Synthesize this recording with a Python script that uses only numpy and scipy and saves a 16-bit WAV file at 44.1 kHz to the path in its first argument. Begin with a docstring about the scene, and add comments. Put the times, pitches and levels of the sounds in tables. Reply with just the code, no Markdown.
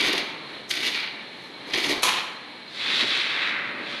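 """Stretch wrapping in a factory hall

A wrapper turns a pallet. Tacky film comes off the roll in juddering pulls, snaps loose with sharp cracks,
then peels in one long rasp that sinks in pitch as the roll slows and brightens again near its end.
The film sounds are random trains of stick-slip impulses, coloured by filters and answered by the hall;
the drive hums and whines underneath as noisy tones, over filtered factory noise."""
import sys
import numpy as np
from scipy import signal
from scipy.fft import rfft, irfft, next_fast_len
from scipy.io import wavfile
from scipy.ndimage import uniform_filter1d, map_coordinates

SR = 44100
rng = np.random.default_rng(int(sys.argv[2]) if len(sys.argv) > 2 else 0)


def store_pcm(level_fs):
    """Save levels as 16-bit WAV."""
    pcm = np.round(np.clip(level_fs, -1, 1) * 32767).astype(np.int16)
    wavfile.write(sys.argv[1], SR, np.atleast_2d(pcm).T)


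N = 176400

# Spectra. Each row: frequency in Hz, relative level in dB.
FACTORY_SPECTRUM = [(25, -54), (55, -23.5), (90, -21), (140, -9), (240, -6.5), (400, -7.5), (700, -10),
                    (880, -9), (1400, -15), (1750, -8), (2700, -12), (4200, -8), (4800, -24.5),
                    (7000, -37.5), (10500, -36), (12500, -48), (14000, -98)]
TURNTABLE_SPECTRUM = [(25, -30), (60, -35), (140, -2.5), (320, 4.5), (450, -1), (580, 0), (700, -7.5),
                      (1300, -0.5), (3000, -55), (6000, -62)]
KNOCK_SPECTRUM = [(30, -18), (80, -2.5), (170, -0.5), (400, -1), (900, -8.5), (3000, -6), (7000, -70)]
SNAP_SPECTRUM = [(60, -20), (300, -8.5), (1200, -4.5), (2200, 10), (4200, 10), (5500, -3.5), (7800, -18),
                 (10000, -28), (15000, -38)]
CRACK_SPECTRUM = [(50, -30), (300, -7.5), (650, -9.5), (900, 0), (1250, -1.5), (1550, -5), (2300, 0),
                  (4200, 0.5), (5000, -7.5), (6500, -6.5), (7800, -11.5), (10500, -7.5), (15000, -27)]
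RASP_SPECTRUM = [(60, -57), (200, -31), (600, -13.5), (1050, -8), (1400, -7), (1800, -4), (2280, 4),
                 (2600, -4), (3000, -2), (3500, -2), (4200, 1), (4900, -10.5), (5800, -45), (15000, -66)]
WEB_SPECTRUM = [(40, -20), (120, -20.5), (210, -12), (305, 2.5), (480, -3.5), (700, -6), (950, -4),
                (1500, -10.5), (3000, -37), (6000, -73)]
FIZZ_SPECTRUM = [(500, -68), (3000, -15), (4900, 8), (5600, 5.5), (6200, 5.5), (7700, -5.5), (10000, -2),
                 (12500, -8.5), (14000, -20), (15000, -40)]
PEEL_SPECTRUM = [(150, -24), (320, -6.5), (650, -7), (1200, -2), (2100, 0), (2900, -6), (3900, -0.5),
                 (4700, -9.5), (5800, -18.5), (7500, -25), (10500, -30), (12500, -41), (14000, -61)]

# Rolling noise of the turntable. Each row: time in seconds, mean level in dB.
TURNTABLE_RUN = [(0, -40), (.5, -47.5), (.7, -50), (1.25, -56.5), (1.55, -49.5), (2.1, -52.5), (2.7, -54.5),
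                 (2.9, -42), (3.3, -46), (3.952, -39.5)]
# Hum and whine of the drive. Each row: frequency in Hz, level in dB, wobble rate in Hz.
DRIVE_LINES = [(229, -64, 8.9), (301, -60.5, 6.27), (897, -86, 16), (1760, -61, 22), (2240, -55, 54),
               (4140, -59, 18)]
# Brief squeaks and groans of the rollers. Each row: centre in seconds, pitch in Hz, peak level in dB,
# Gaussian spread in seconds.
SQUEAKS = [(2.506, 296, -41, 0.0059), (2.57, 4130, -41.5, 0.0068), (2.682, 4150, -44, 0.0073),
           (3.925, 582, -48, 0.2)]
# Faint rustle of slack film. Each row: time in seconds, level in dB.
RUSTLE_RUN = [(1.2, -80), (1.45, -59), (1.6, -76)]
# Knocks of the film carriage. Each row: start in seconds, level in dB, hold in seconds.
KNOCKS = [(0.71, -47, 0.012), (1.735, -42, 0.01), (1.865, -37, 0.025), (2.035, -41, 0.03),
          (3.026, -31, 0.0195)]
# Film snapping loose. Each row: start in seconds, level in dB, hold in seconds.
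SNAPS = [(.069, -31, 0.0081), (.130, -38, 0.005), (.176, -31, 0.005), (.195, -39, 0.004),
         (.704, -24, 0.0049), (.710, -19.5, 0.004), (.765, -28.5, 0.014), (.826, -27, 0.03),
         (.858, -26, 0.03), (.944, -25, 0.007), (1.0, -27, 0.0044), (1.735, -20.5, 0.0069),
         (1.838, -25, 0.009), (3.585, -39, 0.0015), (3.658, -43, 0.0016)]
# The big tear-off crack. Each row: start in seconds, level in dB, hold in seconds.
CRACKS = [(2.022, -28, 0.008), (2.031, -19, 0.0078), (2.052, -23, 0.043)]
# Modes of the roll holder. Each row: frequency in Hz, starting level in dB, T60 in seconds.
HOLDER_MODES = [(1013, -32, 0.54), (1144, -29, 0.35), (1273, -26, 0.13), (2330, -31, 0.61),
                (5740, -34.5, 0.33), (6200, -36.5, 0.28), (6930, -37, 0.34)]
# Pulls of film, one list each. Each row: time in seconds, then relative levels in dB
# of the rasp, the drumming web and the treble fizz.
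PULLS = [
    [(0.0, -17.5, -34.5, -35.5), (0.04, -20, -30.5, -35), (0.08, -21.5, -27.5, -31),
     (0.122, -21.5, -33, -48), (0.132, -19.5, -32.5, -24), (0.144, -26, -25.5, -55), (0.162, -27, -38, -41),
     (0.182, -23.5, -34.5, -35.5), (0.232, -34, -39, -65), (0.25, -49, -56, -64), (0.295, -39, -56, -64)],
    [(0.7, -55, -48, -31.5), (0.712, -27, -47, -25.5), (0.724, -31, -46, -38), (0.798, -27, -38, -40),
     (0.878, -28.5, -39, -33), (0.914, -31, -47, -44), (0.94, -26, -46, -42), (1.052, -28.5, -56, -54),
     (1.072, -33, -57, -65), (1.125, -40, -48, -68), (1.145, -52, -45, -71)],
    [(1.67, -47, -44.5, -52), (1.722, -31, -41, -49), (1.739, -26, -29.5, -36), (1.765, -23, -35, -41),
     (1.779, -21.5, -26, -32.5), (1.801, -23.5, -36.5, -36), (1.881, -28, -30.5, -34.5),
     (1.897, -21.5, -28, -29), (1.995, -36, -35.5, -58)],
]
# The long peel. Each row: time in seconds, relative level in dB, centre of the rasp in Hz.
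PEEL_RUN = [(2.66, -53, 3570), (2.745, -37, 3450), (2.804, -29, 3100), (2.894, -22.5, 2940),
            (2.94, -22.5, 3160), (3.036, -20, 3100), (3.044, -30, 3180), (3.082, -26, 3230),
            (3.13, -23.5, 2900), (3.176, -21.5, 3040), (3.258, -26, 2740), (3.4, -25, 2430),
            (3.49, -23.5, 2440), (3.525, -27.5, 2030), (3.628, -31.5, 1800), (3.674, -29, 1900),
            (3.732, -37.5, 1930), (3.856, -35.5, 2460), (3.902, -32.5, 3000), (4.0, -34.5, 2700)]
# Decay of the hall. Each row: frequency in Hz, T60 in seconds.
HALL_T60 = [(100, 0.62), (500, 1), (2000, 1.14), (4200, 0.69), (6500, 0.61), (12000, 0.49)]

FACTORY_DB = -42.5
WHINE_HZ, WHINE_DB, WHINE_WOBBLE_HZ = 4110, -54.5, 40
SQUEAK_WOBBLE_HZ, HOLDER_WOBBLE_HZ = 35, 60
RELEASE_S = 0.0027  # time constant with which a burst lets go
SPLIT_RATE_PER_S, SPLIT_SCATTER_DB = 2500, 2.5  # slips of a snap or crack
DULLING_S, DULL_HZ = 0.062, 5130  # the treble above DULL_HZ dies away after the crack
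TRAIL_DB, TRAIL_S, TRAIL_FADE_S = -22, 0.177, 0.32  # the strip keeps tearing, ever more weakly
CATCHES_PER_S, CATCH_S = 110, 0.0026  # the film catches and gives in short clumps of slips
PULL_CATCH_DB, PEEL_CATCH_DB = 7.5, 3  # height of a clump: coarse in a pull, finer in the peel
SLIPS_PER_S, SLIP_SCATTER_DB = 2600, 3
TICKS_PER_S, TICK_DB = 64, -10  # lone sharp ticks, level against the clumped slips
RASP_DB, WEB_DB, FIZZ_DB = -2.5, -0.5, -2
PEEL_DB, PEEL_PER_S, PEEL_SCATTER_DB = -1.04, 3200, 2.5
PEEL_OCTAVES, PEEL_LIFT_DB = 0.68, 11.5  # Gaussian spread and height of the sliding emphasis
BRIGHT_ABOVE_HZ, BRIGHT_DB_PER_OCTAVE = 2650, 14  # treble slope gained when the centre doubles
HALL_DB, WEB_HALL_DB = -6, -7  # diffuse tail against the early part
WALLS_DB, WALLS_S = -12, 0.028  # early bounces
FRAME_DB, FRAME_S = 0, 0.0019  # dense scatter off the machine's own frame
CEILING, KNEE, TOP_HZ = 0.36, 3, 15100


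def amp(db):
    """The decibel law: level to amplitude gain."""
    return 10 ** (np.asarray(db) / 20)


def unit(x):
    """Normalization to rms 1."""
    return x / np.sqrt(np.mean(x ** 2) + 1e-20)


def along(points, hz):
    """Linear interpolation of (Hz, value) points on a logarithmic frequency axis."""
    f, v = np.transpose(points)
    return np.interp(np.log(hz + 1), np.log(f + 1), v)


def clock():
    """The time of each sample in seconds."""
    return np.arange(N) / SR


def level(s, db, fade_s=0.0068):
    """Gain along a dB curve, with exponential decay beyond its ends."""
    t = clock()
    outside = np.abs(t - np.clip(t, s[0], s[-1]))
    return amp(np.interp(t, s, db)) * np.exp(-outside / fade_s)


def wobble(rate):
    """Band-limited fluctuation: a spline through random knots, rate of them a second."""
    knots = rng.standard_normal(int(N * rate / SR) + 4)
    return map_coordinates(knots, [clock() * rate])


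def narrow(hz, wobble_hz):
    """Narrow-band noise: a carrier with random complex modulation, rms 1."""
    envelope = wobble(wobble_hz) + 1j * wobble(wobble_hz)
    return unit(np.real(envelope * np.exp(2j * np.pi * hz * clock())))


def ring(x, spectrum):
    """Minimum-phase filtering: a causal body colours x, keeping the power of white input."""
    size = 4096
    cepstrum = irfft(np.log(amp(along(spectrum, np.fft.rfftfreq(size, 1 / SR)))))
    # folding the cepstrum forward makes the response causal
    cepstrum[1:size // 2] *= 2
    cepstrum[size // 2 + 1:] = 0
    body = irfft(np.exp(rfft(cepstrum)))
    return signal.fftconvolve(x, body / np.linalg.norm(body))[:N]


def slips(rate, scatter_db):
    """Stick-slip friction: tiny releases at random moments, of uneven size and either sign, rms 1."""
    size = amp(scatter_db * np.clip(rng.standard_normal(N), -2, 2)) * rng.choice([-1, 1], N)
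    return unit(size * (rng.random(N) < rate / SR))


def catches(height_db):
    """Clumped friction: a gain of rms 1 that jumps at random moments and falls straight back."""
    kicks = (rng.random(N) < CATCHES_PER_S / SR) * rng.uniform(0.43, 1, N)
    decay = np.exp(-1 / (CATCH_S * SR))
    clumps = np.minimum(signal.lfilter([1], [1, -decay], kicks), 1)
    return unit(amp(height_db * clumps))


def bursts(rows):
    """Impulsive excitation: each event starts at once, holds and decays exponentially."""
    t = clock()
    return sum(amp(db) * (t >= s) * np.exp(-np.maximum(t - s - hold, 0) / RELEASE_S)
               for s, db, hold in rows)


def machinery(sway_db=-1.75, rattle_db=1.0):
    """Broadband noise with slow level modulation (factory, turntable) plus narrow-band drive lines."""
    factory = ring(rng.standard_normal(N), FACTORY_SPECTRUM)
    factory *= amp(FACTORY_DB + sway_db * wobble(9.3))
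    turntable = ring(rng.standard_normal(N), TURNTABLE_SPECTRUM)
    turntable *= level(*np.transpose(TURNTABLE_RUN)) * amp(rattle_db * wobble(24.18))
    drive = sum(amp(db) * narrow(hz, wobble_hz) for hz, db, wobble_hz in DRIVE_LINES)
    return factory + turntable + drive


def squeaks():
    """Narrow-band roller tones: one faint lasting whine, and others swelling under Gaussian envelopes."""
    out = amp(WHINE_DB) * narrow(WHINE_HZ, WHINE_WOBBLE_HZ)
    for s, hz, db, spread in SQUEAKS:
        swell = np.exp(-.5 * ((clock() - s) / spread) ** 2)
        out += amp(db) * swell * narrow(hz, SQUEAK_WOBBLE_HZ)
    return out


def rustle():
    """Weak stick-slip: slack film stirs between two pulls, in the colour of the fizz."""
    return ring(level(*np.transpose(RUSTLE_RUN)) * slips(PEEL_PER_S, SPLIT_SCATTER_DB), FIZZ_SPECTRUM)


def knocks():
    """Impact: a short noise burst gives a dull bump of the film carriage."""
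    return ring(bursts(KNOCKS) * rng.standard_normal(N), KNOCK_SPECTRUM)


def snaps():
    """Adhesive release: a stuck patch of film lets go in a quick volley of slips."""
    return ring(bursts(SNAPS) * slips(SPLIT_RATE_PER_S, SPLIT_SCATTER_DB), SNAP_SPECTRUM)


def crack():
    """Tearing and modal decay: the strip dulls as the tension goes, while the roll holder rings."""
    start = CRACKS[1][0]
    age = np.maximum(clock() - start, 0)
    trail = bursts([(start, TRAIL_DB, TRAIL_S)]) * np.exp(-age / TRAIL_FADE_S)
    envelope = np.hypot(bursts(CRACKS), trail)
    tear = ring(envelope * slips(SPLIT_RATE_PER_S, SPLIT_SCATTER_DB), CRACK_SPECTRUM)
    dull = signal.sosfiltfilt(signal.butter(3, DULL_HZ, fs=SR, output="sos"), tear)
    treble = (tear - dull) * np.exp(-age / DULLING_S)
    holder = sum(amp(db - 60 * age / t60) * narrow(hz, HOLDER_WOBBLE_HZ) for hz, db, t60 in HOLDER_MODES)
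    return dull + treble + holder * (age > 0)


def pulls():
    """Shared excitation: the same slips rasp and fizz on the roll and drum on the taut web."""
    rasp_level, web_level, fizz_level = (
        sum(level(np.array(p)[:, 0], np.array(p)[:, column]) for p in PULLS) for column in (1, 2, 3))
    judder = unit(slips(SLIPS_PER_S, SLIP_SCATTER_DB) * catches(PULL_CATCH_DB))
    sharp = unit(judder + amp(TICK_DB) * slips(TICKS_PER_S, SPLIT_SCATTER_DB))
    rasp = amp(RASP_DB) * ring(judder * rasp_level, RASP_SPECTRUM)
    fizz = amp(FIZZ_DB) * ring(sharp * fizz_level, FIZZ_SPECTRUM)
    web = amp(WEB_DB) * ring(judder * web_level, WEB_SPECTRUM)
    return rasp + fizz, web


def peel():
    """Time-varying filtering: dense fine slips whose spectral emphasis follows the film's speed."""
    s, db, centre = np.transpose(PEEL_RUN)
    grain = slips(PEEL_PER_S, PEEL_SCATTER_DB) * catches(PEEL_CATCH_DB)
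    hz, t, z = signal.stft(ring(grain, PEEL_SPECTRUM), SR, nperseg=256)
    hz_column = hz[:, None]
    centre = np.interp(t, s, centre)
    octaves = np.log2((hz_column + 1) / centre)
    lift = PEEL_LIFT_DB * np.exp(-.5 * (octaves / PEEL_OCTAVES) ** 2)
    slope = BRIGHT_DB_PER_OCTAVE * np.log2(centre / BRIGHT_ABOVE_HZ)
    tilt = slope * np.log2(np.maximum(hz_column / BRIGHT_ABOVE_HZ, 1))
    gain = amp(lift + tilt)
    # equal expected power in each frame, so that only the colour slides
    gain /= np.linalg.norm(gain * amp(along(PEEL_SPECTRUM, hz))[:, None], axis=0)
    rasp = unit(signal.istft(z * gain, SR, nperseg=256)[1][:N])
    return rasp * level(s, db) * amp(PEEL_DB)


def hall(x, tail_db, count=24):
    """Room response: direct sound, frame scatter, early bounces and a frequency-dependent diffuse tail."""
    hz, t, z = signal.stft(rng.standard_normal(SR), SR, nperseg=256)
    decay = amp(-60 * t / along(HALL_T60, hz)[:, None])
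    tail = signal.istft(z * decay, SR, nperseg=256)[1]
    frame = rng.standard_normal(len(tail)) * np.exp(-np.arange(len(tail)) / SR / FRAME_S)
    near = amp(FRAME_DB) * frame / np.linalg.norm(frame)
    near[0] += 1  # direct sound
    bounces = (rng.uniform(.1, 1, count) * WALLS_S * SR).astype(int)
    near[bounces] += amp(WALLS_DB) * rng.choice([-1, 1], count) / np.sqrt(count)
    lead = 256  # samples of room for what the flattening spreads ahead of the direct sound
    early = rfft(np.pad(near, (lead, 0)))
    # a flattened spectrum smears each slip without colouring it
    near = irfft(early / np.sqrt(uniform_filter1d(np.abs(early) ** 2, size=120)))
    near[SR // 2:] = 0
    answer = near + amp(tail_db) * np.pad(tail, (lead, 0)) / np.linalg.norm(tail)
    return signal.fftconvolve(x, answer / np.linalg.norm(answer))[lead:lead + N]


def scene():
    """Superposition: the film and knocks in the hall, over the squeaks and machinery."""
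    roll, web = pulls()
    film = hall(roll + snaps() + rustle(), HALL_DB) + hall(crack(), HALL_DB) + hall(peel(), HALL_DB)
    low = hall(web + knocks(), WEB_HALL_DB)
    return (film + low + squeaks() + machinery())[None]


def record(dry):
    """Saturation and band limiting: the highest peaks are rounded, and all from TOP_HZ up is removed."""
    soft = dry / (1 + np.abs(dry / CEILING) ** (2 * KNEE)) ** (.5 / KNEE)
    size = next_fast_len(N + SR // 2)
    passband = np.fft.rfftfreq(size, 1 / SR) < TOP_HZ
    return irfft(rfft(soft, size) * passband, size)[:, :N]


dry = scene()
out = record(dry)
store_pcm(out)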